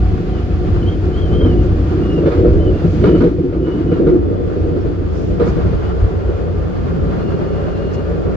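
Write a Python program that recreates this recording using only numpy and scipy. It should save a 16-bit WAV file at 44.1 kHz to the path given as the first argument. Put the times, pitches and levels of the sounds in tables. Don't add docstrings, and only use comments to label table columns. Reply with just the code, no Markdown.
import sys
import numpy as np
from scipy import signal
from scipy.fft import rfft, irfft, next_fast_len
from scipy.io import wavfile
from scipy.ndimage import uniform_filter1d, minimum_filter1d

SR = 44100
rng = np.random.default_rng(int(sys.argv[2]) if len(sys.argv) > 2 else 0)


def dump(signal):
    limited = np.clip(np.atleast_2d(signal).T, -1, 1)
    pcm = np.round(limited * 32767).astype(np.int16)
    wavfile.write(sys.argv[1], SR, pcm)


N = 368656
FFT_SIZE = next_fast_len(N)
TIME = np.arange(N) / SR
FREQS = np.maximum(np.arange(FFT_SIZE // 2 + 1) * SR / FFT_SIZE, 1)


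def from_db(db):
    return 10 ** (np.asarray(db) / 20)


def rms_one(x):
    return x / np.sqrt(np.mean(x ** 2) + 1e-20)


def in_time(rows):
    s, *columns = np.transpose(rows)
    return [np.interp(TIME, s, c) for c in columns]


def at_hz(points):
    hz, value = np.transpose(points)
    return np.interp(np.log(FREQS), np.log(hz), value)


def drift(rate_hz):
    step = 32
    size = next_fast_len(N // step + 2)
    hz = np.arange(size // 2 + 1) * SR / (step * size)
    spectrum = rfft(rng.standard_normal(size)) / (1 + (hz / rate_hz) ** 4)
    slow = irfft(spectrum, size)
    return np.interp(np.arange(N) / step, np.arange(size), rms_one(slow))


# frequency_hz, likeness (0-1), left_lead_rad, left_minus_right_db
STEREO_FIELD = [(40, .75, .3, .3), (87, .93, .35, 0), (120, .8, .25, .5), (180, .86, .25, .3),
                (230, .92, .4, 0), (285, .92, .45, -.3), (325, .94, .58, 0), (360, .96, .68, 0),
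                (480, .98, .73, -.5), (600, .88, .7, 2), (690, .55, 1.1, 2.5), (880, .25, 2.5, 1.5),
                (1210, .1, 4, 1.8), (1960, .15, 5.5, -1), (3500, .08, 6.5, -2.5), (6200, 0, 3.5, -3.5),
                (9000, .3, 4.5, .5)]


def noise(gain):
    mid, side = rfft(rng.standard_normal((2, FFT_SIZE)))
    alike, lead_rad, balance_db = [at_hz([(row[0], row[k]) for row in STEREO_FIELD]) for k in (1, 2, 3)]
    alike = np.clip(alike, 0, .99)
    mid = mid * np.sqrt(1 + alike)
    side = side * np.sqrt(1 - alike)
    left = (mid + side) * from_db(balance_db / 2)
    right = (mid - side) * from_db(-balance_db / 2) * np.exp(-1j * lead_rad)
    return rms_one(irfft(np.array([left, right]) * gain, FFT_SIZE)[:, :N])


def steadied(x, span_s):
    power = uniform_filter1d(np.mean(x ** 2, axis=0), max(int(span_s * SR), 2))
    return x / np.sqrt(power + 1e-6)


def wandering(sound, wander):
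    reading = np.cumsum(1 + wander * drift(1.959))
    warped = reading / reading[-1] * TIME[-1]
    return np.array([np.interp(warped, TIME, side) for side in sound])


def resonant(modes, low_hz, top_hz):
    power = sum(from_db(db) ** 2 / (1 + ((FREQS ** 2 - hz ** 2) / (FREQS * width)) ** 2)
                for hz, width, db in modes)
    return np.sqrt(power / (1 + (FREQS / top_hz) ** 20) / (1 + (low_hz / FREQS) ** 20))


def blows(times, levels_db, t60, rise_s):
    power = np.zeros(N)
    for s, db in zip(times, levels_db):
        start = max(int(s * SR), 0)
        age = TIME[:min(SR, N - start)]
        blow = from_db(db - 60 * age / t60) * (1 - np.exp(-age / rise_s))
        power[start:start + len(age)] += blow ** 2
    return np.sqrt(power)


def struck(times, levels_db, hz, width, rise_s):
    clicks = np.full(N, 1e-18)
    clicks[(times * SR).astype(int)] = from_db(levels_db + 2 * rng.standard_normal(len(times)))
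    decay = np.exp(-np.pi * width / SR)
    w = 2 * np.pi * hz / SR
    ring, build_up = [signal.lfilter([0, np.sin(w)], [1, -2 * r * np.cos(w), r * r], clicks)
                      for r in (decay, decay * np.exp(-1 / (rise_s * SR)))]
    return ring - build_up


def bump(centre_s, spread_s):
    return np.exp(-np.minimum(((TIME - centre_s) / spread_s) ** 2, 50))


def from_left(x, lag_s):
    return np.array([x, np.interp(TIME - lag_s, TIME, x)])


def cab(x, wet):
    age = TIME[:SR // 3]
    t60_s = 0.093
    echoes = rng.standard_normal((2, len(age))) * from_db(-60 * age / t60_s)
    echoes *= wet / np.sqrt(np.sum(echoes ** 2, axis=1, keepdims=True))
    echoes[:, 0] += 1
    heard = signal.fftconvolve(np.broadcast_to(x, (2, N)), echoes, axes=1)[:, :N]
    return heard / np.sqrt(1 + wet ** 2)


# pitch_hz, level_db
WHINE_TONES = [(689, -51.5), (721.4, -46.5), (748.3, -46.5), (1136, -68)]
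# time_s, level_db
DRIVE_LOAD = [(0, 3.5), (1.5, 0.5), (2.6, -2), (5.5, -4), (8.36, -3)]


def drive(whine_db, waver):
    load_db, = in_time(DRIVE_LOAD)
    tones = 0
    for hz, db in WHINE_TONES:
        phase = 2 * np.pi * np.cumsum(hz * (1 + waver * drift(11))) / SR
        tones = tones + from_db(db) * np.sin(phase)
    swell_db = 2.8 * np.array([drift(7.8) for side in "LR"])
    return np.sqrt(2) * tones * from_db(load_db + whine_db + swell_db)


# time_s, level_db
HOWL_LEVEL = [(0, -40), (2.15, -36.5), (2.27, -14), (2.38, -40.5), (5.2, -41), (5.5, -39.5), (6.4, -26.5),
              (6.65, -36.5), (7.0, -31), (7.55, -25), (7.85, -27), (8.36, -30)]
# frequency_hz, width_hz, level_db
HOWL_RESONANCES = [(368.5, 22, -0.5), (420, 38, 0), (545, 24, -2.5), (605, 24, -8.5)]


def howl(howl_db, wander):
    level_db, = in_time(HOWL_LEVEL)
    sound = steadied(noise(resonant(HOWL_RESONANCES, low_hz=340, top_hz=640)), span_s=0.18)
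    return from_db(level_db + howl_db) * wandering(sound, wander)


# time_s, level_db
CROSS_BOOM_LEVEL = [(0, -40.5), (3.0, -47.5), (3.6, -31.5), (4.05, -11), (4.6, -15.5), (4.78, -14),
                    (5.0, -18), (5.45, -13.5), (6.0, -18), (6.3, -19), (7.3, -17), (8.05, -19.5),
                    (8.27, -15.5), (8.36, -17)]
# frequency_hz, width_hz, level_db
CROSS_RESONANCES = [(148, 35, 1.5), (176, 25, 2.5), (255, 50, -6), (320, 42, 1), (835, 35, -27)]


def cross_boom(boom_db):
    level_db, = in_time(CROSS_BOOM_LEVEL)
    response = resonant(CROSS_RESONANCES, low_hz=110, top_hz=900)
    wave = steadied(noise(response)[:1], span_s=.15)
    return from_db(level_db + boom_db) * wave * [[1], [-1]]


# time_s, roar_db, hiss_db
ROLLING_LEVELS = [(0, -41.5, -54), (2.3, -37.5, -53), (2.7, -39.5, -55), (3.24, -38, -47),
                  (3.3, -40.5, -54.5), (3.6, -39, -54.5), (3.75, -33.5, -51), (4.08, -34.5, -53.5),
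                  (4.2, -37, -57), (4.55, -35.5, -52.5), (4.95, -38.5, -54.5), (5.3, -38.5, -52.5),
                  (5.55, -33, -51), (6.25, -36.5, -55), (7.3, -37, -55), (8.36, -37, -56)]
# frequency_hz, density_db (per Hz)
ROAR_SPECTRUM = [(340, -27), (520, 3.5), (700, 8.5), (830, 4.5), (960, 1), (1130, 4.5), (1380, 1.5),
                 (1700, -5), (2200, -13.5), (2900, -27), (4000, -41.5), (8000, -70.5)]
# frequency_hz, density_db (per Hz)
HISS_SPECTRUM = [(1500, 6), (2600, 5), (3450, 1), (3900, -0.5), (4900, -3), (5800, -8.5), (6800, -10.5),
                 (7600, -16.5), (8400, -30), (9700, -39), (11100, -17), (12800, -40), (15500, -36.5)]


def rolling(roar_gain_db, hiss_gain_db, uneven_db, pits_db):
    roar_db, hiss_db = in_time(ROLLING_LEVELS)
    rail_db = uneven_db * drift(13)
    where, depth = rng.random((110, 2)).T
    pits = blows(where * TIME[-1], pits_db - 12 * depth, t60=0.11, rise_s=0.0012)
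    roar_level = from_db(roar_db + roar_gain_db + rail_db) * np.hypot(1, pits)
    roar = roar_level * noise(from_db(at_hz(ROAR_SPECTRUM)))
    hiss = from_db(hiss_db + hiss_gain_db + rail_db / 2) * noise(from_db(at_hz(HISS_SPECTRUM)))
    return cab(roar + hiss, wet=.36)


# centre_s, spread_s (to 1/e), level_db
SHOE_SCUFFS = [(1.64, 0.034, -56), (2.924, 0.052, -53.5), (5.176, 0.05, -51), (5.272, 0.072, -54),
               (5.487, 0.031, -45.5), (7.945, 0.018, -48.5)]
# frequency_hz, density_db (per Hz)
SCUFF_SPECTRUM = [(2500, -22), (5000, 9.5), (6800, 4.5), (7800, -5), (9000, -26), (15000, -32)]


def shoe():
    contact = sum(from_db(db) * bump(s, spread_s) for s, spread_s, db in SHOE_SCUFFS)
    return contact * noise(from_db(at_hz(SCUFF_SPECTRUM)))


def stick_slip(rows, orders, jitter, jitter_hz, flutter_db):
    s, hz, level_db = np.transpose(rows)
    span = slice(max(int(s[0] * SR), 0), int(s[-1] * SR))
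    t, out = TIME[span], np.zeros(N)
    touching = np.clip(np.minimum(t - s[0], s[-1] - t) / .01, 0, 1)
    pitch_hz = np.interp(t, s, hz) * (1 + jitter * drift(jitter_hz)[span])
    phase = 2 * np.pi * np.cumsum(pitch_hz) / SR
    tone = sum(from_db(db) * np.sin(round(k) * phase) for k, db in orders)
    strength = from_db(np.interp(t, s, level_db) + flutter_db * drift(28)[span])
    out[span] = np.sqrt(2) * tone * touching * strength
    return out


def arc(s, rise_s, fall_s, top_hz, start_sag_hz, end_sag_hz, db):
    u = np.linspace(-1, 1, 21)
    length_s = np.where(u < 0, rise_s, fall_s)
    sag_hz = np.where(u < 0, start_sag_hz, end_sag_hz)
    pitch_hz = top_hz - sag_hz * np.abs(u) ** 1.9
    return np.transpose([s + u * length_s, pitch_hz, db - 8 * u ** 2])


# firmest_s, rise_s, fall_s, firmest_pitch_hz, start_sag_hz, end_sag_hz, level_db
SQUEAL_ARCS = [(0.353, 0.034, 0.052, 3020, -170, 229, -44), (0.831, .018, 0.026, 2970, 36, -84, -38.5),
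               (.897, 0.041, 0.059, 3190, 176, 70, -36.5), (1.196, 0.071, 0.099, 3234, 303, 279, -39),
               (1.212, .025, .025, 3390, 60, 21, -45), (1.405, 0.12, .14, 3190, 279, 384, -36),
               (1.592, .025, 0.039, 2920, -40, 69, -40.5), (2.09, 0.069, 0.16, 2860, 15, 170, -41),
               (2.3, .07, .05, 3530, 12, 14, -47), (2.618, .04, 0.05, 3070, 168.5, -30, -43),
               (2.675, .025, .03, 2985, -1, 20, -34.5), (2.77, 0.048, .1, 2780, 4, 227, -44.5),
               (3.126, .1, 0.083, 2965, -23.5, 9, -33), (3.69, 0.095, 0.15, 2960, 20.5, 45.5, -38),
               (3.89, 0.049, 0.13, 2955, 42, 301, -41), (4.38, .2, 0.16, 3480, 44, 39, -53),
               (5.89, 0.071, 0.062, 2970, 123, 18, -46.5)]
# centre_s, pitch_hz, level_db
RIM_SQUEAKS = [(2.14, 5400, -48), (4.82, 5430, -49)]
# time_s, base_pitch_hz, level_db
RUB_CURVE = [(7.17, 1394, -54), (7.24, 1414, -49), (7.32, 1426, -47.5), (7.39, 1417, -57),
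             (7.48, 1440, -52), (7.6, 1425, -53.5), (7.68, 1420, -53), (7.76, 1402, -49), (7.86, 1410, -51),
             (7.96, 1425, -48), (8.06, 1404, -57)]
# multiple, level_db
RUB_OVERTONES = [(2, 5), (3, -2.5), (4, -12.5), (5, -23)]


def flanges(squeal_db, rub_db):
    squeals = sum(stick_slip(arc(*row), [(1, 0.0024)], jitter=.011, jitter_hz=110, flutter_db=2.6)
                  for row in SQUEAL_ARCS)
    rub = stick_slip(RUB_CURVE, RUB_OVERTONES, jitter=.022, jitter_hz=75.3, flutter_db=0.5)
    out = from_db(squeal_db) * squeals + from_db(rub_db) * rub
    out = out * (1 + .35 * drift(140))
    for s, hz, db in RIM_SQUEAKS:
        out = out + from_db(db) * bump(s, 0.018) * np.sin(2 * np.pi * hz * TIME)
    return cab(from_left(out, lag_s=.00005), wet=.55)


# start_s, thud_db (at 300 Hz), brightness_db_per_octave, clank_db
JOINT_BLOWS = [(1.409, -0.5, 1, -35.5), (1.446, 3.5, -4.5, -36), (1.964, -9.5, -5.5, -42),
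               (2.174, -0.5, -5, -42.5), (2.256, 2.5, 3.5, -31.5), (2.311, -9, 5.5, -31.5),
               (2.444, 6.5, 7.5, -35), (2.845, 1.5, -5, -40.5), (3.038, 3, 10, -24.5),
               (3.065, 4.5, -3, -27), (3.143, 6.5, 1, -29), (3.203, 5, -6.5, -24.5), (3.226, 8, 10, -29.5),
               (3.251, 9.5, 6, -39.5), (3.384, 2, -2, -56), (3.524, 1.5, 0, -36),
               (3.557, -0.5, -1.5, -42.5), (3.665, -3, -1.5, -35), (3.915, 7.5, 2, -30.5),
               (3.996, 1, -1, -39), (4.066, 12, 1.5, -28.5), (4.143, 4, 5, -51.5), (4.711, -3.5, -3, -44),
               (4.761, -0.5, 1, -41), (5.03, -16.5, 0, -45), (5.396, 1.5, 11.5, -28.5),
               (5.413, -3.5, 18, -33), (5.466, -4.5, 5, -31.5), (5.568, -3, 9.5, -43.5),
               (5.649, -2, -2, -54), (6.027, -12.5, 10.5, -56), (6.287, -9, 10, -44),
               (7.025, -8.5, 0.5, -46), (7.19, -13.5, 2, -46), (7.559, -19, 21, -47), (8.259, -10, 0, -43)]


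def thud_level(hz):
    _, strength_db, brightness, _ = np.transpose(JOINT_BLOWS)
    return strength_db + brightness * np.log2(hz / 300)


# frequency_hz, density_db (per Hz)
CLANK_SPECTRUM = [(350, -30), (600, 6.5), (880, -0.5), (1150, 2), (1320, 3), (1550, -3), (1900, -8.5),
                  (2300, -11.5), (3000, -18.5), (4500, -23), (9000, -61.5)]
# pitch_hz, t60_s, level_db
WHEEL_MODES = [(1235, .1, -6.5), (1323, 0.11, -1), (1480, 0.1, -7), (1530, 0.1, -8.5)]


def joints(clank_gain_db, ring_db):
    s, *_, clank_db = np.transpose(JOINT_BLOWS)
    level_db = clank_db + clank_gain_db
    rise_s = .0018
    clank = blows(s, level_db, t60=0.28, rise_s=rise_s) * noise(from_db(at_hz(CLANK_SPECTRUM)))
    rattling = blows(s, level_db - 19.5, t60=0.78, rise_s=0.0016)
    rattle = rattling * noise(from_db(at_hz(HISS_SPECTRUM)))
    ring = 0
    for hz, t60, db in WHEEL_MODES:
        width_hz = np.log(1000) / (np.pi * t60)
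        ring = ring + struck(s, level_db + ring_db + db, hz, width_hz, rise_s)
    return cab(clank + rattle + ring, wet=0.83)


# time_s, level_db
FLOOR_RIDE = [(0.0, -13), (0.35, -19), (0.7, -13.5), (1.0, -18), (1.65, -12), (2.2, -21), (2.53, -9.5),
              (2.8, -18), (3.22, -13), (3.55, -17.5), (4.1, -16), (5.2, -17.5), (5.8, -16), (7.05, -21.5),
              (7.35, -24.5), (8.36, -20.5)]
# frequency_hz, density_db (per Hz)
RUMBLE_SPECTRUM = [(12, -31), (23, -23), (33, -4.5), (47, -3.5), (62, 5.5), (73, -6), (83, 4), (94, 4.5),
                   (108, -9.5), (135, -16.5), (220, -20), (500, -86)]
# start_s, level_db
FLOOR_HEAVES = [(1.42, -1), (1.61, -22), (1.7, -16), (2.48, -6), (4.169, -3), (4.761, -15), (5.65, -2),
                (5.83, -8), (6.009, 3), (6.14, -3), (6.27, -5), (6.57, -6), (7.009, -4)]
# time_s, underframe_db, bogie_db, panel_db
CAR_SHAKING = [(0.0, -19.5, -24, -30.5), (1.2, -21.5, -21, -27.5), (1.37, -16.5, -19.5, -23),
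               (1.45, -14, -13, -20), (1.52, -17, -16.5, -24.5), (1.8, -17.5, -20, -26),
               (2.15, -18, -16.5, -26.5), (2.47, -18, -12, -15.5), (2.75, -20, -19.5, -23),
               (3.0, -14, -20.5, -24.5), (3.08, -9.5, -8.5, -11.5), (3.26, -5, -1, -12),
               (3.3, -22, -12.5, -23), (3.88, -14.5, -13.5, -23), (4.01, -13.5, -8.5, -15),
               (4.1, -15.5, -4.5, -15.5), (4.17, -19.5, -3, -18.5), (4.26, -20.5, -19.5, -18.5),
               (4.8, -22, -17, -19.5), (5.1, -21.5, -23, -25.5), (5.45, -12.5, -23.5, -22.5),
               (6.25, -30, -32.5, -26), (6.65, -21.5, -32, -29), (7.0, -17, -28, -26),
               (7.7, -24, -29, -33.5), (8.36, -21, -33, -22.5)]
# frequency_hz, width_hz, level_db
UNDERFRAME_MODES = [(129, 46, 0), (170.7, 15.2, 4.5), (217, 45, -9)]
# frequency_hz, width_hz, level_db
BOGIE_MODES = [(266, 30, -8.5), (309.6, 15, -1.5), (327.9, 5.8, -5), (360.3, 18, 0.5)]
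# frequency_hz, width_hz, level_db
PANEL_MODES = [(409.4, 23, -2), (417, 65, -8.5), (471.6, 16.8, 0.5), (576, 22, -13.5), (700, 24, -28)]


def car_body(rumble_db, frame_gain_db, bogie_gain_db, panel_gain_db, thud_db):
    floor_db, = in_time(FLOOR_RIDE)
    frame_db, bogie_db, panel_db = in_time(CAR_SHAKING)
    s = np.transpose(JOINT_BLOWS)[0]
    jolt_rate_hz, own_sway_db = 12.3, 1.1
    jolt_db = 1.93 * drift(jolt_rate_hz)
    parts = [(resonant(UNDERFRAME_MODES, low_hz=103, top_hz=288), frame_db + frame_gain_db, thud_level(hz=160)),
             (resonant(BOGIE_MODES, low_hz=218, top_hz=387), bogie_db + bogie_gain_db, thud_level(hz=320)),
             (resonant(PANEL_MODES, low_hz=340, top_hz=690), panel_db + panel_gain_db, thud_level(hz=430))]
    heave = blows(*np.transpose(FLOOR_HEAVES), t60=0.17, rise_s=0.016)
    floor = from_db(floor_db + rumble_db + own_sway_db * drift(jolt_rate_hz))
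    out = np.hypot(floor, heave) * steadied(noise(from_db(at_hz(RUMBLE_SPECTRUM))), span_s=0.28)
    for response, level_db, blow_db in parts:
        shaking = from_db(level_db + jolt_db + own_sway_db * drift(jolt_rate_hz))
        thud = blows(s, blow_db + thud_db, t60=0.069, rise_s=.005)
        ringing = wandering(steadied(noise(response), span_s=0.054), wander=.018)
        out = out + np.hypot(shaking, thud) * ringing
    return out


def knocks(knock_db, lag_s):
    s = np.transpose(JOINT_BLOWS)[0]
    out = 0
    for k, (hz, width, db) in enumerate(UNDERFRAME_MODES + BOGIE_MODES + PANEL_MODES):
        mode = struck(s, thud_level(hz) + db + knock_db, hz, width, rise_s=.009)
        out = out + (-1) ** k * mode
    return from_left(out, lag_s)


def scene():
    whine = drive(whine_db=-1.5, waver=.003)
    tunnel = howl(howl_db=0.5, wander=0.01468) + cross_boom(boom_db=-4.0)
    track = rolling(roar_gain_db=2.5, hiss_gain_db=12, uneven_db=1.5, pits_db=5.0)
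    friction = shoe() + flanges(squeal_db=-4.0, rub_db=-7)
    impacts = joints(clank_gain_db=7.0, ring_db=-5.5) + knocks(knock_db=-14.0, lag_s=0.00022)
    body = car_body(rumble_db=0.5, frame_gain_db=-3.5, bogie_gain_db=-2.0, panel_gain_db=-2.0, thud_db=-10.5)
    return whine + tunnel + track + friction + impacts + body


def gain_control(x):
    threshold_db, recovery_db_per_s, listen_s = -6.5, 1.5, 0.046
    power = uniform_filter1d(np.mean(x ** 2, axis=0), max(int(listen_s * SR), 2))
    excess_db = np.maximum(10 * np.log10(np.maximum(power, 1e-12)) - threshold_db, 0)
    recovery_db = recovery_db_per_s * TIME
    return x * from_db(recovery_db - np.maximum.accumulate(excess_db + recovery_db))


def limiter(x, size):
    ceiling = .95
    gain = ceiling / np.maximum(np.abs(x).max(axis=0), ceiling)
    gain = minimum_filter1d(gain, 2 * size)
    return x * uniform_filter1d(uniform_filter1d(gain, size), size)


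def record(dry):
    edges = np.clip(np.minimum(TIME, TIME[-1] - TIME) / .002, 0, 1)
    held = limiter(gain_control(dry), size=128) * edges
    return signal.sosfilt(signal.cheby2(12, 70, 15600, fs=SR, output="sos"), held)


dry = scene()
out = record(dry)
dump(out)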